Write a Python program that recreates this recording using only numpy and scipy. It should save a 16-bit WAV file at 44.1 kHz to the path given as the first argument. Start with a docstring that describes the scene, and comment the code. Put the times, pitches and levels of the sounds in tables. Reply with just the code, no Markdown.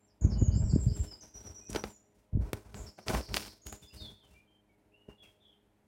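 """In a wood where songbirds call, a small camera is turned round in the hand.
Right at the microphone, fingers rub and thump on its hollow plastic case, and the plastic clicks.
The birds sing gliding notes, high and buzzy or lower and clearer, that echo off the trees.
On loud sounds a noise suppressor opens: a faint hum comes up, and the hush of the wood lifts a little."""
import sys
import numpy as np
from scipy import signal
from scipy.fft import rfft, irfft
from scipy.io import wavfile
from scipy.ndimage import uniform_filter1d

SR = 44100
rng = np.random.default_rng(int(sys.argv[2]) if len(sys.argv) > 2 else 0)


def file_out(sig):
    """Save sig as 16-bit WAV at sys.argv[1]."""
    # one column per channel
    cols = np.atleast_2d(sig).T
    # limit, then scale
    lim = np.clip(cols, -1, 1)
    pcm = np.round(lim * 32767).astype(np.int16)
    wavfile.write(sys.argv[1], SR, pcm)


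N = 258867
TIME, FREQS_HZ = np.arange(N) / SR, np.fft.rfftfreq(N, 1 / SR)
TREBLE_LIMIT_HZ = 16300


def finger_friction():
    """Skin drags on the case: a rumble, a rub and a hiss all follow one uneven finger pressure."""
    # finger strokes, with relative levels: start_s, length_s, rumble_db, rub_db, hiss_db
    strokes = [(0.209, 0.6, -26.5, -54, -88), (0.78, 0.25, -31.5, -61.5, -73.5),
               (0.945, 0.11, -44, -54.5, -66.5), (1.107, 0.048, -56, -57, -75),
               (1.208, 0.053, -50.5, -58.5, -73.5), (1.334, 0.08, -55, -60, -72),
               (1.436, 0.087, -46.5, -56.5, -72), (1.536, 0.081, -66, -61, -77),
               (1.684, 0.053, -43.5, -52, -62.5), (1.736, 0.028, -44, -35, -57),
               (1.831, 0.034, -44.5, -46, -62), (2.14, 0.066, -68, -79.5, -84.5),
               (2.322, 0.093, -30, -68.5, -112), (2.404, 0.082, -44, -51, -74),
               (2.532, 0.026, -50, -46, -65.5), (2.641, 0.074, -53, -58, -76.5),
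               (2.737, 0.13, -43, -51, -67.5), (2.975, 0.013, -66, -47.5, -69),
               (3.059, 0.13, -37.5, -39.5, -56.5), (3.081, 0.031, -37, -31.5, -50),
               (3.13, 0.025, -30, -31, -53), (3.278, 0.048, -36, -49.5, -67.5),
               (3.328, 0.056, -42, -42, -50), (3.425, 0.045, -54.5, -53, -62),
               (3.493, 0.047, -65, -61.5, -72), (3.648, 0.05, -60, -57.5, -64.5),
               (3.716, 0.013, -43.5, -49, -61.5), (3.81, 0.03, -50, -63, -67.5),
               (3.924, 0.041, -51, -60.5, -65.5), (3.994, 0.12, -47, -60, -71.5),
               (4.227, 0.016, -59, -63, -79), (4.277, 0.099, -60, -71.5, -80),
               (5.079, 0.018, -53, -55.5, -81.5), (5.22, 0.079, -69, -68, -79),
               (5.41, 0.12, -72, -79.5, -93)]
    # the tone of each of the three parts: frequency_hz, level_db
    rumble_tone = [(20, -45), (35, -18.5), (55, 6.5), (100, -2), (160, -10.5), (250, -19), (400, -28),
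                   (800, -41), (2000, -90.5)]
    rub_tone = [(80, -20), (200, 6), (430, 6.5), (600, -1.5), (850, 3.5), (1150, -3), (1400, -6.5),
                (2200, -11.5), (3200, -23.5), (6000, -28.5), (12000, -57)]
    hiss_tone = [(700, -40.5), (1800, 2), (3000, 6.5), (4200, 5.5), (5400, 9), (6800, 6.5), (9000, 7),
                 (12000, 2), (16000, 1)]
    lift_db_per_s = (430, 295.5, 209)  # as a finger lifts, the rumble dies first and the hiss last
    rumble_level, rub_level, hiss_level = (
        np.sqrt(sum(stroke_level(start, length, dbs[part], lift) ** 2 for start, length, *dbs in strokes))
        for part, lift in enumerate(lift_db_per_s))
    pressure = wander(43)
    contact = skin_slips(per_s=1500, spread_db=1.0, tick_share=0.25) * gain(1.9 * pressure)
    shaking = rng.standard_normal(N) * gain(pressure)
    rumble = gain(-3.0) * rumble_level * shape_tone(hollow_case(shaking), rumble_tone)
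    rub = gain(-2.5) * rub_level * shape_tone(hollow_case(contact), rub_tone)
    hiss = gain(5.5) * hiss_level * shape_tone(contact, hiss_tone)
    return rumble + rub + hiss


def stroke_level(start_s, length_s, level_db, lift_db_per_s, press_s=0.015, ease_db_per_s=4):
    """The strength of one stroke: the finger presses down, eases as it slides, then lifts."""
    t = np.maximum(TIME - start_s, 0)
    fading_db = level_db - ease_db_per_s * t - lift_db_per_s * np.maximum(t - length_s, 0)
    return np.minimum(t / press_s, 1) * gain(np.maximum(fading_db, -200))


def skin_slips(per_s, spread_db, tick_share):
    """Skin sticks and slips, making tiny uneven ticks over a smooth sliding hiss."""
    ticks = rng.standard_normal(N) * (rng.random(N) < per_s / SR)
    ticks *= gain(spread_db * np.minimum(rng.exponential(1, N), 4))
    return np.sqrt(tick_share) * unit_level(ticks) + np.sqrt(1 - tick_share) * rng.standard_normal(N)


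def hollow_case(sound):
    """The air and panels of the case boost certain pitches, so the rubbing sounds hollow."""
    # resonances of the case: pitch_hz, width_hz, boost_db
    resonances = [(214, 16, 11), (398.4, 62, 4), (628.4, 67, 8.5), (764, 82, 1.5), (1010, 79, 4),
                  (1330, 81, 4.5), (1504, 80, 8), (1790, 39, 1), (2360, 130, 5.5)]
    boost = 1 + sum((gain(db) - 1) / (1 + 2j * (FREQS_HZ - hz) / width) for hz, width, db in resonances)
    return irfft(rfft(sound) * boost, N)


def finger_thumps(rise_cycles=0.42):
    """Each soft blow bends the case, which swings back within a cycle or two."""
    # blows of the fingers: start_s, level_db, pitch_hz
    blows = [(0.243, -13.5, 77), (0.247, -19, 213), (0.265, -21.5, 163), (0.416, -11.5, 92),
             (0.422, -17, 241), (0.48, -12.5, 87), (0.556, -15, 96.5), (0.574, -22, 157), (0.599, -20, 93),
             (0.628, -14.5, 58.5), (0.687, -23.5, 79.6), (0.734, -12, 132), (0.76, -12, 211),
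             (0.864, -14.5, 107), (0.880, -18, 108), (0.914, -22, 92.6), (0.998, -21.5, 55),
             (1.696, -33.5, 244), (1.749, -26.5, 464), (1.76, -21.5, 460), (1.7624, -21, 340),
             (1.8394, -23, 450), (2.328, -24, 64), (2.349, -18.5, 99), (2.371, -22, 193), (2.416, -24, 48),
             (2.531, -23.5, 334), (2.534, -30, 84.5), (2.743, -39.5, 99), (2.796, -34, 55),
             (3.149, -25, 61), (3.206, -29.5, 417), (3.66, -38, 63.4), (5.084, -44.5, 124),
             (5.087, -38.5, 354)]
    out, t = np.zeros(N), np.arange(SR // 8) / SR
    for start_s, level_db, pitch_hz in blows:
        rise = t * pitch_hz / rise_cycles
        swell = (rise * np.exp(1 - rise)) ** 1.55
        add(out, start_s, gain(level_db) * swell * np.sin(2 * np.pi * pitch_hz * t))
    return out


def plastic_clicks(rattle_db=-24.0, rattle_s=0.0045, tick_low_hz=6000, lag_s=0.0003):
    """A short push makes a tick, then the case knocks and rings; loose parts rattle briefly."""
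    # sharp snaps of the plastic: start_s, knock_db, ring_db, tick_db, tick_top_hz
    snaps = [(1.702, -60, -63, -30, 9700), (1.7052, -53, -46.5, -30.5, 9550),
             (1.7305, -52, -30, -31, 10900), (1.7488, -36, -22, -56, 10000), (1.7595, -18, -25, -35, 8860),
             (1.762, -44, -20, -57, 9400), (1.839, -19.5, -22.5, -43, 12000),
             (2.532, -21, -24.5, -20, 15700), (2.744, -35.5, -33, -49, 12000),
             (2.988, -37.5, -60, -55, 10000), (3.0828, -34, -14, -37, 8700),
             (3.149, -19.5, -42, -46, 12060), (3.211, -51, -32.5, -48, 14100),
             (3.29, -56, -37.5, -55.5, 10000), (3.3426, -38, -13, -29, 15000),
             (3.365, -39.5, -17, -17, 15940), (3.3692, -15.5, -11, -22, 15000),
             (3.668, -50, -30, -26, 15900), (3.7266, -33.5, -53, -30, 16000)]
    # how the hollow shell and the small stiff parts ring: pitch_hz, width_hz, level_db
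    shell_tones = [(810, 200, -5.5), (1350, 550, -2.5), (2163, 1300, 0)]
    small_part_tones = [(2985, 1800, 10), (4180, 63, -33), (4730, 940, 5.5), (5300, 1700, -20.5)]
    out, t = np.zeros(N), np.arange(SR // 24) / SR
    late = np.maximum(t - lag_s, 0)  # the bend needs a moment to cross the case
    knock, ring = ringing(shell_tones, late), -ringing(small_part_tones, late)
    pulse = t == 0
    for start_s, *levels_db, top_hz in snaps + settling_snaps():
        band_hz = [tick_low_hz, np.clip(top_hz, tick_low_hz + 1000, TREBLE_LIMIT_HZ)]
        tick = signal.lfilter(*signal.butter(2, band_hz, "band", fs=SR), pulse)
        snap = sum(gain(db) * part / abs(part).max() for db, part in zip(levels_db, (knock, ring, tick)))
        rattle = gain(rattle_db) * np.exp(-t / rattle_s) * rng.standard_normal(len(t))
        add(out, start_s, signal.fftconvolve(pulse + rattle, snap))
    return out


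def ringing(tones, t):
    """Struck plastic rings at several pitches; the wider a resonance, the faster it dies."""
    return sum(gain(db) * np.exp(-np.pi * width * t) * np.sin(2 * np.pi * hz * t)
               for hz, width, db in tones)


def settling_snaps(start_s=3.374, length_s=0.11, per_s=75, fade_db_per_s=117, spread_db=3):
    """After the hardest snap the case settles in an uneven, dying run of small ones."""
    knock_db, ring_db, tick_db, tick_top_hz = -37, -23, -35, 14498
    timing, strength = rng.random((40, 2)).T
    delays_s = (np.arange(len(timing)) + timing) / per_s
    drops_db = fade_db_per_s * delays_s + spread_db * (2 * strength - 1)
    return [(start_s + delay, knock_db - drop, ring_db - drop, tick_db - drop, tick_top_hz)
            for delay, drop in zip(delays_s, drops_db) if delay < length_s]


def songbirds(trill_hz=420, flutter_db=2):
    """Each note is a gliding whistle; a fast, uneven trill makes it buzz, and its strength flutters."""
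    # thin high notes and lower whistles: start_s, length_s, start_hz, end_hz, relative_db, buzz_hz
    chirps = [(0.0, 0.075, 7300, 7410, -77.5, 35), (0.071, 0.045, 6340, 4700, -77.5, 120),
              (0.208, 0.055, 7060, 6510, -54.5, 290), (0.296, 0.053, 5720, 4510, -60, 287),
              (0.372, 0.13, 7240, 6554, -53, 125), (0.544, 0.089, 7120, 7650, -54.5, 129),
              (0.631, 0.081, 6000, 5220, -64.5, 151), (0.643, 0.14, 7560, 7340, -57.5, 219),
              (0.795, 0.061, 7620, 7270, -52, 167), (0.928, 0.12, 7480, 7350, -54.5, 150),
              (1.057, 0.062, 5320, 5220, -61, 51.3), (1.106, 0.037, 5190, 4850, -50.5, 49.7),
              (1.206, 0.04, 6140, 5890, -51.5, 181), (1.31, 0.55, 7440, 7630, -77, 96),
              (1.878, 0.095, 7620, 6810, -64.5, 54.3), (2.741, 0.11, 7280, 7100, -59, 373),
              (2.861, 0.023, 5910, 4750, -56, 355), (2.959, 0.097, 5300, 5300, -67.5, 467),
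              (3.068, 0.49, 5110, 4854, -59.5, 513), (3.613, 0.053, 6600, 6560, -66, 150),
              (3.653, 0.1, 6540, 7180, -54.5, 201)]
    whistles = [(0.328, 0.27, 2992, 2982, -69, 51), (0.885, 0.25, 3030, 2960, -73, 50),
                (1.604, 0.1, 2470, 2510, -75.5, 39), (3.824, 0.032, 3600, 3460, -57.5, 22),
                (3.854, 0.17, 4980, 4970, -64.5, 39), (3.892, 0.047, 2580, 2970, -67.5, 50),
                (3.957, 0.12, 4660, 4090, -61, 210), (3.994, 0.102, 3840, 3317, -52, 26),
                (4.211, 0.061, 3270, 2960, -68, 43), (4.243, 0.15, 2576, 2813, -79.5, 39),
                (4.338, 0.086, 2300, 2412, -68.5, 23), (4.464, 0.12, 3146, 3140, -75.5, 40),
                (4.687, 0.047, 2315, 2170, -80.5, 17), (4.917, 0.07, 2540, 2946, -70.5, 37),
                (4.995, 0.036, 2836, 2870, -67.5, 17), (5.083, 0.024, 2830, 2823, -61.5, 31),
                (5.174, 0.12, 3460, 3220, -66.5, 60), (5.229, 0.034, 3050, 2340, -64, 170),
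                (5.393, 0.16, 3686, 3095, -69.5, 112)]
    # repeated high notes: start_s, until_s, every_s, length_s, start_hz, end_hz, relative_db, buzz_hz
    runs = [(0.51, 0.96, 0.179, 0.075, 4657, 5110, -59, 207),
            (1.336, 1.8, 0.103, 0.061, 5897, 5780, -52.5, 91)]
    out, trill = np.zeros(N), wander(trill_hz)
    repeats = [(s, *note) for start, until, every, *note in runs for s in np.arange(start, until, every)]
    for start_s, length_s, start_hz, end_hz, relative_db, buzz_hz in chirps + repeats + whistles:
        glide = np.linspace(0, 1, int(length_s * SR)) ** 0.72  # moves fastest at the start
        buzz = buzz_hz * np.roll(trill, -int(start_s * SR))[:len(glide)]
        pitch_hz = start_hz + (end_hz - start_hz) * glide + buzz
        swell = gain(relative_db + 3.5) * signal.windows.tukey(len(glide), 0.3)
        add(out, start_s, swell * np.sin(2 * np.pi * np.cumsum(pitch_hz) / SR))
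    return out * gain(flutter_db * wander(60))


def tree_echoes(sound, tail_s=0.56, tail_db=-6.0, leaves_s=0.17, leaves_db=-2):
    """Near trunks send single echoes, leaves blur each note, and far trees scatter a soft tail."""
    # echoes off near trunks: delay_s, level_db
    trunks = [(0.033, -11), (0.057, -23)]
    t = np.arange(SR) / SR
    tail, blur = (rng.standard_normal(SR) * gain(-60 * t / fade_s) for fade_s in (tail_s, leaves_s))
    echoes = gain(tail_db) * tail / np.linalg.norm(tail) + gain(leaves_db) * blur / np.linalg.norm(blur)
    echoes[0] += 0.8  # the sound that arrives directly
    for delay_s, level_db in trunks:
        add(echoes, delay_s, gain([level_db]))
    return signal.fftconvolve(sound, echoes)[:N]


def suppressor_opening(sound, threshold_db=-62, range_db=21, slope=0.99, release_db_per_s=240):
    """How far the noise suppressor opens, in dB: quickly on loud sound, shutting more slowly."""
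    power_db = 10 * np.log10(abs(uniform_filter1d(sound ** 2, size=600)) + 1e-12)
    fall_db = TIME * release_db_per_s
    held_db = np.maximum.accumulate(power_db + fall_db) - fall_db
    open_db = np.clip(slope * (held_db - threshold_db), 0, range_db)
    return uniform_filter1d(open_db, size=600)


def faint_hum(waver=0.0037):
    """A low hum wavers in pitch; each of its tones swells and fades on its own."""
    # tones of the hum with the suppressor shut: pitch_hz, level_db
    tones = [(52, -81.5), (103, -79.5), (207, -81.5), (310, -82.5), (413, -81.5), (515, -91.5), (620, -86)]
    clock = np.cumsum(1 + waver * wander(2.47)) / SR
    return sum(np.sqrt(2) * gain(db + 2.5 * wander(3.5)) * np.sin(2 * np.pi * (hz * clock + rng.random()))
               for hz, db in tones)


def wood_hush(level_db=-72.5, flicker_db=0.64):
    """The hush of the wood is a soft, deep noise whose level flickers slightly."""
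    # the tone of the hush: frequency_hz, level_db
    hush_tone = [(15, -49), (25, 1), (108, -8), (263, -7), (405, -10.5), (451, -11.5), (962, -14),
                 (1100, -21), (2160, -23.5), (4870, -34.5), (12200, -34.5), (16000, -45)]
    return gain(level_db + flicker_db * wander(25)) * shape_tone(rng.standard_normal(N), hush_tone)


def gain(db):
    """Turns decibels into a multiplier."""
    return 10 ** (np.asarray(db) / 20)


def unit_level(sound):
    """Scales a sound to an average (rms) level of 1."""
    return sound / np.sqrt(np.mean(sound ** 2) + 1e-20)


def add(mix, start_s, sound):
    """Mixes a sound in at its start time."""
    part = mix[max(round(start_s * SR), 0):][:len(sound)]
    part += sound[:len(part)]


def shape_tone(sound, points):
    """Filters a sound by a curve through (frequency_hz, level_db) points, then scales it to level 1."""
    hz, db = np.transpose(points)
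    curve_db = np.interp(np.log(FREQS_HZ + 1), np.log(hz), db)
    return unit_level(irfft(rfft(sound) * gain(curve_db), N))


def wander(rate_hz):
    """A smooth random drift of level 1, no faster than about rate_hz."""
    return unit_level(irfft(rfft(rng.standard_normal(N)) * np.exp(-(FREQS_HZ / rate_hz) ** 2), N))


def scene():
    """Handling noise and birds, over a background that rises with them."""
    foreground = finger_friction() + finger_thumps() + plastic_clicks() + tree_echoes(songbirds())
    open_db = suppressor_opening(foreground)
    hush = wood_hush() * gain(0.074 * open_db)
    hum = faint_hum() * gain(open_db)
    return (foreground + hum + hush)[None]


def record(dry, bass_hz=41):
    """The microphone loses the deepest bass, then the highest treble is cut."""
    thinned = signal.sosfilt(signal.butter(4, bass_hz, "high", fs=SR, output="sos"), dry)
    treble_cut = signal.firwin(301, TREBLE_LIMIT_HZ, window=("kaiser", 8), fs=SR)
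    return signal.oaconvolve(thinned, treble_cut[None], "same")


dry = scene()
out = record(dry)
file_out(out)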